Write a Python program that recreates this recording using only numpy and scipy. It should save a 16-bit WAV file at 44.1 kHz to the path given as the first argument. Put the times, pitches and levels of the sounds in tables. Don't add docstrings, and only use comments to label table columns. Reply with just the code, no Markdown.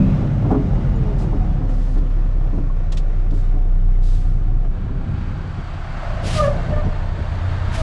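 import sys
import numpy as np
from scipy import signal
from scipy.fft import rfft, irfft
from scipy.io import wavfile
from scipy.ndimage import uniform_filter1d, map_coordinates

SR = 44100
rng = np.random.default_rng(int(sys.argv[2]) if len(sys.argv) > 2 else 0)


def master_out(mix):
    frames = np.transpose(np.atleast_2d(mix))
    ceiling = np.clip(frames, -1, 1)
    pcm = np.round(ceiling * 32767).astype(np.int16)
    wavfile.write(sys.argv[1], SR, pcm)


N = 344862
T = np.arange(N) / SR
WINDOW_S = 4.7


def engine():
    # time_s, firing_hz
    revs = [(0, 49.03), (.4, 45.95), (1.2, 41.56), (1.75, 34.37), (2.3, 33.03), (2.6, 30.68), (3, 30.27),
            (7.82, 30.3)]
    # time_s, boom_db, overtones_db, drone_db, clatter_db
    at_window = [(4.76, -26.5, -28, -37.5, -46), (5.2, -27.5, -28.5, -41.5, -42.5),
                 (5.7, -29.5, -28, -45, -40), (6.05, -22, -29, -42.5, -36), (6.4, -24, -22.5, -34, -36.5),
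                 (7.1, -24, -26, -38.5, -39), (7.82, -28, -22, -36, -33.5)]
    idle_hz = 30.4
    firing_hz, = curve(revs)
    octaves = np.log2(firing_hz / idle_hz)
    firings = np.cumsum(firing_hz * (1 + .003 * walk(6))) / SR
    inside = uniform_filter1d(1. * (T < WINDOW_S + .03), size=2600)
    facing_rear = 1 - ramp(1.06, .45)
    lean_db = -1.5 * ramp(3.404, .27)
    load_db = 4 * np.exp(-T / .2)
    in_cab = (cab_resonance_db(firing_hz),
              -28.5 + 5 * octaves + 4.5 * facing_rear + load_db,
              -41.5 + 17.5 * octaves + .23 * lean_db,
              -50 + 9.5 * octaves + lean_db + .5 * facing_rear)
    boom_db, overtones_db, drone_db, clatter_db = (
        inside * cab + (1 - inside) * window for cab, window in zip(in_cab, curve(at_window)))
    tones = boom(firings, inside) * undb(boom_db)
    tones += exhaust(firing_hz, firings, octaves, inside) * undb(overtones_db)
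    puffs = firing_puffs(firings)
    return (tones + rumble(inside) + drone(puffs) * undb(drone_db)
            + clatter(puffs, inside) * undb(clatter_db))


def cab_resonance_db(firing_hz, cab_hz=32.04, width_hz=10.8):
    detuning_db = 10 * np.log10(1 + (2 * (firing_hz - cab_hz) / width_hz) ** 2)
    position_db = -3.5 * np.minimum(np.abs(T - 3.83), 1.3)
    surge_db = 5.5 * np.exp(-((T - 2.007) / .088) ** 2)
    return -11.5 - detuning_db + position_db + surge_db


def boom(firings, inside):
    shake_db = np.interp(T, [2.2, 2.7, WINDOW_S, WINDOW_S + .11], [1.9, .8, .8, 3.2])
    return -np.sqrt(2) * np.cos(2 * np.pi * (firings + inside / 4)) * undb(shake_db * walk(18))


def exhaust(firing_hz, firings, octaves, inside, firings_per_turn=3):
    # crankshaft_multiple, level_db
    overtones = [(2, -3.5), (4, -10), (5, -11.5), (6, -7.5), (7, -3.5), (8, -5.5), (9, -1.5), (10, -8.5),
                 (12, -7), (13.5, -10.5), (14, -11), (16, -6), (20, -18.5), (24, -22.5)]
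    # centre_hz, width_hz, gain_db
    cab_modes = [(119.8, 6.3, -1), (146.8, 12, 2.5)]
    uneven_db = -4 + 5 * octaves
    out = 0
    for multiple, db in overtones:
        between = multiple % firings_per_turn > 0
        hz = multiple * firing_hz / firings_per_turn
        mode_db = sum(gain * np.exp(-((hz - centre) / width) ** 2) for centre, width, gain in cab_modes)
        waver_db = 2.55 * walk(4.6) + 2.25 * walk(18)
        cycles = multiple * firings / firings_per_turn + rng.random() * between
        out -= undb(db + inside * mode_db + waver_db + uneven_db * between) * np.cos(2 * np.pi * cycles)
    return out


def firing_puffs(firings, spread_db=4.7):
    strength = undb(spread_db * rng.standard_normal(int(firings[-1]) + 400))[firings.astype(int)]
    return uniform_filter1d(strength * np.exp(-(firings % 1) / .21), size=150)


def rumble(inside):
    # frequency_hz, level_db
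    cab = [(15, -9), (30, 5.5), (75, -4.5), (140, -2), (210, -18.5), (330, -17.5), (500, -58)]
    # frequency_hz, level_db
    window = [(12, -19.5), (35, -2), (90, -4.5), (170, -9.5), (400, -28), (550, -52)]
    # time_s, level_db
    wind = [(0, -26), (.5, -19.5), (1.1, -21), (2.2, -25.5), (3.5, -28), (4.5, -27), (4.9, -25), (5.2, -23),
            (5.8, -37), (6.4, -26), (7.1, -35), (7.82, -31.5)]
    churn = rng.standard_normal(N) * undb(2 * walk(14))
    return (inside * colour(churn, cab) + (1 - inside) * colour(churn, window)) * undb(curve(wind)[0])


def drone(puffs):
    # frequency_hz, level_db
    spectrum = [(110, -11), (180, 0), (247, -8), (312, -5.5), (447, -6.5), (658, -9), (829, -14),
                (1400, -26), (1820, -59.5)]
    shaking = rng.standard_normal(N) * (1 + .45 * puffs) * undb(.9 * walk(16))
    return colour(ripple(shaking), spectrum)


def clatter(puffs, inside):
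    # frequency_hz, level_db
    cab = [(600, -22), (1150, -2.5), (2400, -13), (4600, -23), (6100, -26.5), (9000, -37), (12500, -57)]
    # frequency_hz, level_db
    window = [(600, -6.5), (900, -2.5), (1600, -5), (1900, -10), (4000, -20.5), (4500, -21.5), (5100, -27),
              (7900, -34), (8300, -35.5), (12500, -61)]
    ticks = ripple(rng.standard_normal(N) * (1 + .26 * puffs) * undb(.6 * walk(12)))
    return inside * colour(ticks, cab) + (1 - inside) * colour(ticks, window)


def ripple(x, spread_db=2.2, width_hz=25):
    hz, times, spectra = signal.stft(x, SR, nperseg=4096)
    lift = rng.standard_normal((int(hz[-1] / width_hz) + 2, int(times[-1]) + 2))
    grid = np.meshgrid(hz / width_hz, times, indexing="ij")
    lift = map_coordinates(lift, grid, order=3, mode="nearest")
    return signal.istft(spectra * undb(spread_db * lift), SR, nperseg=4096)[1][:N]


def knocks():
    # start_s, level_db, tilt_db_per_octave
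    blows = [(.447, -21, 0), (.505, -17, 6), (.517, -9, -5), (.543, -16, -3.5), (1.324, -23.5, -1.5),
             (1.61, -26, -5), (1.96, -26, -3.5), (2.53, -22, -11), (2.577, -21.5, -5), (2.81, -36, -17),
             (3.32, -24.5, -10), (3.54, -29.5, -7)]
    # pitch_hz, level_db, t60_s
    panels = [(146.2, -8.5, 0.32), (200, 5, 0.073), (262.6, -1, 0.31), (286, 2.5, 0.33), (325, -6, 0.25),
              (413, -3.5, 0.33), (528, -4.5, 0.065), (644, -2, 0.064), (740, 1.5, 0.069), (854, -2, 0.06),
              (990, -3.5, 0.042), (1230, -20.5, 0.027)]
    out, t = np.zeros(N), T[:SR // 3]
    soft = signal.butter(4, 1200, fs=SR, output="sos")
    for start_s, db, tilt_db in blows:
        scatter_db = 2 * rng.standard_normal(len(panels))
        detunes = 1 + .008 * rng.standard_normal(len(panels))
        ring = sum(undb(mode_db + tilt_db * np.log2(hz / 300) + chance_db - 60 * t / t60)
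                   * np.sin(2 * np.pi * hz * detune * t)
                   for (hz, mode_db, t60), chance_db, detune in zip(panels, scatter_db, detunes))
        dull = signal.butter(1, [120, 900 * undb(tilt_db)], "band", fs=SR, output="sos")
        thud = .51 * unit(signal.sosfilt(dull, rng.standard_normal(len(t)))) * np.exp(-t / .021)
        blow = (ring / ring[:SR // 40].std() + thud) * (1 - np.exp(-t / .0021))
        start = int(start_s * SR)
        out[start:start + len(t)] += undb(db) * signal.sosfilt(soft, blow)
    return out


def honks(fade_s=.03):
    # peak_s, pitch_hz, glide_hz_per_s, first_partial_db, second_db, third_db, rise_s
    flutters = [(6.407, 608, -450, -18.5, -16.5, -44, 0.036), (6.45, 570.4, -100, -14.5, -22, -27, 0.022),
                (6.483, 605, -700, -20, -28, -40.5, 0.028), (6.741, 588, -100, -30, -47, -40.5, 0.03),
                (6.796, 602.5, 102, -25.5, -30.5, -41, 0.05), (7.825, 623, -500, -20, -23, -48, 0.019)]
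    out, waver = 0, 1 + .012 * walk(110) + .005 * walk(35)
    for peak_s, pitch_hz, glide, first_db, second_db, third_db, rise_s in flutters:
        hz = (pitch_hz + glide * np.clip(T - peak_s, -.1, .1)) * waver
        gain = uniform_filter1d(swell(peak_s, rise_s, fade_s), size=300)
        upper = sine(3 * hz) + .2 * sine(4 * hz) + .2 * sine(5 * hz)
        overtones = undb(second_db) * sine(2 * hz) + undb(third_db) * upper
        out += gain * (undb(first_db) * sine(hz) + gain * overtones)
    return out * undb(2.2 * walk(140) + .8 * walk(45))


def air_valves():
    # start_s, level_db, rise_s, hold_s, t60_s
    releases = [(1.17, -51, 0.02, 0.034, 0.2), (1.664, -58, 0.029, 0.26, 0.36),
                (3.317, -55, 0.025, 0.041, 0.48), (2.535, -64, 0.019, 0.026, 0.18),
                (4.004, -51.5, 0.034, 0.097, 0.84), (6.207, -32.5, 0.062, 0.11, 0.47),
                (7.7, -35, 0.045, 0.036, 0.93)]
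    # frequency_hz, level_db
    cab = [(1800, -10.5), (4200, -4.5), (6500, -10), (7900, -10.5), (11500, -22.5), (14000, -46.5)]
    # frequency_hz, level_db
    brakes = [(800, -17), (1500, -3), (3040, -0.5), (5120, -5), (10300, -14.5), (11600, -33), (14500, -33)]
    gain = sum(ramp(s, rise) ** 2 * undb(db - 60 * np.maximum(T - s - rise - hold, 0) / t60)
               for s, db, rise, hold, t60 in releases)
    jet = rng.standard_normal(N) * undb(1.2 * walk(30))
    return gain * np.where(T < WINDOW_S, colour(jet, cab), colour(jet, brakes) * undb(1.26 * walk(120)))


def clicks(rise_s=.0063, t60_s=.094):
    # start_s, level_db
    bursts = [(.508, -46.5), (1.9745, -49), (2.9189, -33), (2.969, -32), (3.305, -48.5)]
    # peak_s, pitch_hz, level_db
    pings = [(.508, 8900, -61), (0.96, 6900, -53), (6.85, 5900, -52), (2.7, 1090, -34)]
    gain = sum(undb(db - 60 * np.abs(T - s) / t60_s) * ramp(s, rise_s) for s, db in bursts)
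    metal = sum(undb(db) * swell(s, .001, .012) * np.sin(2 * np.pi * hz * T) for s, hz, db in pings)
    spectrum = [(800, -6), (2200, -6.5), (3500, -3), (8000, -11.5), (11000, -30), (14000, -41)]
    return metal + gain * colour(rng.standard_normal(N), spectrum)


def gusts():
    # peak_s, level_db
    eddies = [(5.139, -25.5), (5.258, -29), (5.472, -24.5), (5.594, -23.5), (6.259, -21), (6.419, -22),
              (6.488, -26), (6.708, -17), (6.779, -22), (6.867, -18.5), (7.197, -20.5)]
    gain = sum(undb(db) * np.exp(-((T - s) / .023) ** 2) for s, db in eddies)
    spectrum = [(20, -3.5), (70, -3.5), (150, -7.5), (300, -19), (700, -33)]
    return gain * colour(rng.standard_normal(N), spectrum)


def bonnet_roar():
    # time_s, centre_hz, level_db
    roar = [(4.7, 718.7, -64), (5.7, 720, -47.5), (6.05, 664.6, -35.5), (6.6, 646.6, -35), (7.2, 624, -43),
            (7.82, 644, -44)]
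    hz, db = curve(roar)
    return band(hz, 300) * undb(db)


def gear_whine(pitch_hz=726.5, peak_s=1.41, lever_s=2.96):
    steady = uniform_filter1d((.5 * (T > peak_s) + .5 * (T > lever_s)) * (T < WINDOW_S), size=4000)
    gain = undb(-42) * swell(peak_s, rise_s=.073, fade_s=.25) + undb(-53) * steady
    tone = sine(pitch_hz * (1 + .003 * walk(8))) * undb(3 * walk(10))
    return gain * (tone + .8 * band(1.02 * pitch_hz, 30))


def fan(start_hz=530, sag_hz_per_s=290, length_s=.79):
    run = ramp(.72, length_s)
    return band(start_hz - sag_hz_per_s * length_s * run, 16) * np.sin(np.pi * run) * undb(-38)


def rasp():
    return band(2490, 450) * undb(-47.5) * np.exp(-T / .13)


def panel_hum(pitch_hz=256.6):
    gain = undb(-37.5) * np.sin(np.pi * ramp(1.453, .73))
    return gain * (band(pitch_hz, 15) + undb(-8) * band(2 * pitch_hz, 13))


def outside_tone_and_hiss():
    return ramp(WINDOW_S, .83) * (band(326, 6) * undb(-51.5) + band(4600, 500) * undb(-66))


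def undb(db):
    return 10 ** (np.asarray(db) / 20)


def unit(x):
    return x / np.sqrt(np.mean(x ** 2))


def curve(rows):
    times, *columns = np.transpose(rows)
    return [np.interp(T, times, column) for column in columns]


def ramp(start_s, length_s):
    return np.clip((T - start_s) / length_s, 0, 1)


def swell(peak_s, rise_s, fade_s):
    return np.exp(np.where(T < peak_s, (T - peak_s) / rise_s, (peak_s - T) / fade_s))


def colour(x, spectrum):
    hz, db = np.transpose(spectrum)
    bins_hz = np.maximum(np.arange(N // 2 + 1) * SR / N, 1)
    return unit(irfft(rfft(x) * undb(np.interp(np.log(bins_hz), np.log(hz), db, -90, -90)), N))


def walk(rate_hz):
    hold = int(SR / rate_hz)
    steps = np.repeat(rng.standard_normal(N // hold + 1), hold)
    return unit(uniform_filter1d(uniform_filter1d(steps, hold), hold)[:N])


def sine(hz):
    return np.sqrt(2) * np.sin(2 * np.pi * np.cumsum(hz) / SR)


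def band(hz, width_hz):
    phase = 2 * np.pi * np.cumsum(np.broadcast_to(hz, N)) / SR
    return sum(walk(width_hz) * np.cos(phase + shift) for shift in (0, np.pi / 2))


def scene():
    running = engine() + gear_whine() + fan() + rasp() + panel_hum() + outside_tone_and_hiss()
    return (running + bonnet_roar() + knocks() + clicks() + air_valves() + honks() + gusts())[None]


def record(dry, top_hz=14500):
    faded = dry * np.minimum(np.minimum(T, T[-1] - T) / .003, 1)
    rounded = np.tanh(1.09 * faded) / 1.106
    return signal.sosfilt(signal.ellip(8, .2, 70, top_hz, fs=SR, output="sos"), rounded)


dry = scene()
out = record(dry)
master_out(out)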